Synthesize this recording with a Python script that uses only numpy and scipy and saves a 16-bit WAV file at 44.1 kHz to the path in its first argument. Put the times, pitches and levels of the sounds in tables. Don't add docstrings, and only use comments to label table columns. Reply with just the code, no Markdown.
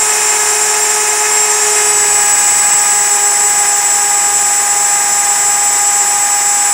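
import sys
import numpy as np
from scipy import signal
from scipy.fft import rfft, irfft
from scipy.io import wavfile

SR = 44100
rng = np.random.default_rng(int(sys.argv[2]) if len(sys.argv) > 2 else 0)


def persist_wave(psi):
    counts = np.round(np.clip(psi, -1, 1) * 32767).astype(np.int16)
    wavfile.write(sys.argv[1], SR, np.atleast_2d(counts).T)


N = 296793
TIME_S = np.arange(N) / SR
BINS_HZ = np.fft.rfftfreq(N, 1 / SR)

# t/s, f/Hz
SPINDLE_HZ = [(0, 424.4), (0.5, 422.7), (1.4, 423.1), (1.8, 419.7), (2.28, 412.7), (3.0, 411.8),
              (3.25, 410.2), (4.2, 408.6), (4.8, 409.2), (5.2, 408.4), (6.73, 408.8)]
# t/s, fraction 0-1
CORNER_PROGRESS = [(0, 0.01), (1.55, 0), (1.8, .2), (2.0, 0.8), (2.4, 0.8), (3.3, 1), (6.73, 0.98)]
# t/s, gain/dB
STRAIN_DB = [(0, -2), (1.4, -4.5), (1.9, 3.5), (2.4, 4), (3, 1), (3.6, 0), (4.5, -2.5), (5.5, -2),
             (6.73, -3)]
# shaft harmonic, level before corner/dB, level after/dB, roughness 0-1, strain share
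CHATTER_LINES = [(4, -30.5, -37, 1, -0.31), (5, -30.5, -31.5, 0.82, 0.69), (6, -30, -44, 0.83, 0.57),
                 (14, -28, -42, 0.6, 0.75), (15, -29.5, -28.5, 0.64, 0.07), (16, -27.5, -32, 0.25, 0.023),
                 (17, -21, -25.5, 0.75, 0.13), (18, -19, -20.5, 0.16, -.2), (19, -22.5, -13.5, 0.1, 0.48),
                 (20, -29, -21, 0.07, 0.13), (21, -26.5, -32.5, 0.06, 0.29), (22, -23.5, -33, 0.26, 0.65),
                 (23, -28.5, -25, 0.47, 0.061), (24, -41, -33, 0.65, -0.14), (25, -54, -38.5, 0.6, 0),
                 (26, -36, -42, 0.9, 0.39), (27, -46, -46, 0.7, 0), (29, -50, -41.5, 0.6, 0.45),
                 (32, -40, -41, 0.8, 0), (33, -47, -44, 0.8, .5), (34, -50, -45, .6, 0),
                 (35, -50, -46, 0.5, 0), (37, -42, -38, .5, -.4), (38, -53, -37, 0.2, .8)]
# t/s, offset/Hz
SLIP_HZ = [(0, -16.6), (1.65, -5.1), (1.95, -36.3), (2.45, -21.3), (2.95, -19.4), (3.18, -36.7),
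           (3.4, -19.3), (4.5, -27.4), (6.73, -22.7)]
# shaft harmonic, offset/Hz
MODE_PULL_HZ = [(4, 0), (16, -1), (17, -11.5), (18, -1.5), (19, -41.5), (20, -49), (21, -27.5), (22, -42.5),
                (24, -46.5), (38, -40)]
# t/s, gain/dB, half-width/s
CATCHES = [(0.034, 6, 0.099), (.635, 4, 0.027), (1.43, 5.5, 0.11)]
# t/s, depth/dB
DROPOUTS = [(1.925, 10), (2.06, 1), (2.27, 6), (2.362, 5), (3.18, 5), (3.29, 5)]
# f/Hz, relative level/dB
SCRAPE_DB = [(3500, -68), (4700, -11.5), (5200, -4), (6150, -0.5), (6550, -9), (7100, -0.5), (7600, 3),
             (8050, -24), (8500, -19), (9500, -14.5), (10400, -15.5), (13700, -14.5), (14400, -21),
             (15600, -30)]
# shaft harmonic, level before corner/dB, level after/dB, strain share
MOTOR_TONES = [(2, -25.5, -22, -0.27), (3, -29.5, -30.5, 0.1), (4, -37, -31, 1), (5, -34.5, -39, 0.28),
               (6, -34.5, -37, 1), (7, -37.5, -44.5, 0.99), (9, -43.5, -43, 0.19), (12, -32, -41, 0.64),
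               (13, -28, -31, 0.025), (14, -38, -49, 0), (16, -28, -57, 0.25), (19, -35, -52, 0),
               (20, -44, -66, 0), (21, -30.5, -56, -0.047), (22, -35, -59, 0.32), (26, -40, -41, 0.69)]
# t/s, level/dB
HUM_DB = [(0, -28.5), (.7, -26), (1.4, -26), (1.75, -22), (2.22, -29.5), (2.33, -42), (3.2, -36),
          (6.73, -48.5)]
# f/Hz, relative level/dB
AIR_DB = [(20, -25), (190, -16), (300, -16), (540, -31), (700, -2.5), (1150, -0.5), (1400, -2),
          (2200, -0.5), (2700, -3.5), (3200, -7.5), (4400, -10), (7000, -25), (16000, -55)]
# f/Hz, width/Hz, relative level/dB
HOUSING_MODES = [(398, 43.6, -1), (743, 129, 0.5), (959, 88, 3.5), (1770, 170, 1.5)]
# f/Hz, relative level/dB
RUMBLE_DB = [(20, -17), (42, -20), (70, -2.5), (110, -1.5), (205, 3.5), (255, 0.5), (390, 3), (560, -6.5),
             (1500, -29), (16000, -83)]


def chatter(angle, corner, drift_hz=5, quaver_hz=13, rough_width_hz=55, skirt_hz=260, waver_db=0.05):
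    resonant_harmonic, flaring_harmonic = 19, 18
    tearing = rng.standard_normal(N) * bite(angle, sharpness=2.0)
    slip_rad = phase_rad(curve(SLIP_HZ) + drift_hz * wander(rate_hz=5) + quaver_hz * wander(rate_hz=45))
    pull_rad_per_hz = phase_rad((1 - corner) ** 2)
    pull_rad_per_hz -= pull_rad_per_hz[-1]
    dispersion_rad = 1.2 * (1 - corner) + 0.52 * corner
    flare = catch_gain()
    comb = np.zeros(N)
    for k, before_db, after_db, roughness, strain_share in CHATTER_LINES:
        k = round(k)
        level = load_gain(corner, before_db, after_db, strain_share)
        if k == flaring_harmonic:
            level *= flare
        pull_rad = pull_rad_per_hz * np.interp(k, *np.transpose(MODE_PULL_HZ))
        lag_rad = dispersion_rad * (k - resonant_harmonic) ** 2
        carrier = np.exp(1j * (k * angle + slip_rad + pull_rad - lag_rad))
        noise_share = np.clip(roughness + 0.054 * (1 - corner), 0, 1)
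        ripple = unit_rms(smooth(smooth(tearing * carrier.conj(), rough_width_hz), skirt_hz))
        envelope = np.sqrt(1 - noise_share) + np.sqrt(noise_share) * ripple
        comb += level * (carrier * envelope).real
    return np.sqrt(2) * comb * dropout_gain() * gain(waver_db * wander(rate_hz=39))


def bite(angle, sharpness):
    return unit_rms(np.exp(sharpness * np.cos(angle)))


def catch_gain(flicker_db=2):
    swell_db = sum(db * np.exp(-((TIME_S - at_s) / width_s) ** 2) for at_s, db, width_s in CATCHES)
    return gain(swell_db + flicker_db * wander(rate_hz=20))


def dropout_gain(half_width_s=0.0042):
    return gain(-sum(db * np.exp(-((TIME_S - at_s) / half_width_s) ** 2) for at_s, db in DROPOUTS))


def chip_scrape(angle, corner):
    puffs = rng.standard_normal(N) * bite(angle, sharpness=0.38)
    hiss = coloured(puffs, spectrum(SCRAPE_DB))
    return hiss * load_gain(corner, before_db=-19.6, after_db=-21.5, strain_share=0.2)


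def motor(angle, corner, waver_db=1.06, hum_flutter_db=2.0):
    tones = gain(curve(HUM_DB) + hum_flutter_db * corner ** 4 * wander(rate_hz=8)) * np.sin(angle)
    for k, before_db, after_db, strain_share in MOTOR_TONES:
        level = load_gain(corner, before_db, after_db, strain_share)
        level *= gain(waver_db * wander(rate_hz=18))
        tones += level * np.sin(round(k) * angle + 2 * np.pi * rng.random())
    return np.sqrt(2) * tones


def cooling_air(corner, flutter_db=0.5):
    power = spectrum(AIR_DB) ** 2
    for mode_hz, width_hz, db in HOUSING_MODES:
        power += gain(db) ** 2 / (1 + ((BINS_HZ - mode_hz) / width_hz) ** 2) ** 2
    rush = coloured(rng.standard_normal(N), np.sqrt(power))
    level = load_gain(corner, before_db=-19.5, after_db=-22.5, strain_share=0.2)
    return rush * level * gain(flutter_db * wander(rate_hz=31))


def table_rumble(corner, swell_db=1.3):
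    shake = coloured(rng.standard_normal(N), spectrum(RUMBLE_DB))
    level = load_gain(corner, before_db=-50, after_db=-41.5, strain_share=0.45)
    return shake * level * gain(swell_db * wander(rate_hz=3.8))


def load_gain(corner, before_db, after_db, strain_share):
    power = (1 - corner) * gain(before_db) ** 2 + corner * gain(after_db) ** 2
    return np.sqrt(power) * gain(strain_share * curve(STRAIN_DB))


def gain(db):
    return 10 ** (np.asarray(db) / 20)


def unit_rms(x):
    return x / np.sqrt(np.mean(abs(x) ** 2) + 1e-20)


def phase_rad(hz):
    return 2 * np.pi * np.cumsum(hz) / SR


def curve(rows):
    return np.interp(TIME_S, *np.transpose(rows))


def spectrum(rows):
    hz, db = np.transpose(rows)
    return gain(np.interp(np.log(BINS_HZ + 1), np.log(hz + 1), db))


def coloured(x, bin_gains):
    return unit_rms(irfft(rfft(x) * bin_gains, N))


def smooth(x, width_hz):
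    pole = np.exp(-np.pi * width_hz / SR)
    return signal.lfilter([1 - pole], [1, -pole], x)


def wander(rate_hz):
    knots = rng.standard_normal(8192)
    return unit_rms(np.interp(TIME_S * 2 * rate_hz, np.arange(len(knots)), knots))


def scene(hunt_hz=0.154):
    angle = phase_rad(curve(SPINDLE_HZ) + hunt_hz * wander(rate_hz=3))
    corner = np.clip(curve(CORNER_PROGRESS), 0, 1)
    mill = motor(angle, corner) + chatter(angle, corner) + cooling_air(corner)
    mill += chip_scrape(angle, corner) + table_rumble(corner)
    return np.array([mill, mill])


def record(dry, ceiling=0.69, cutoff_hz=15750):
    limited = dry / (1 + (dry / ceiling) ** 6) ** (1 / 6)
    lowpass = signal.firwin(511, cutoff_hz, window=("kaiser", 9), fs=SR)
    return signal.oaconvolve(limited, lowpass[None], "same")


dry = scene()
out = record(dry)
persist_wave(out)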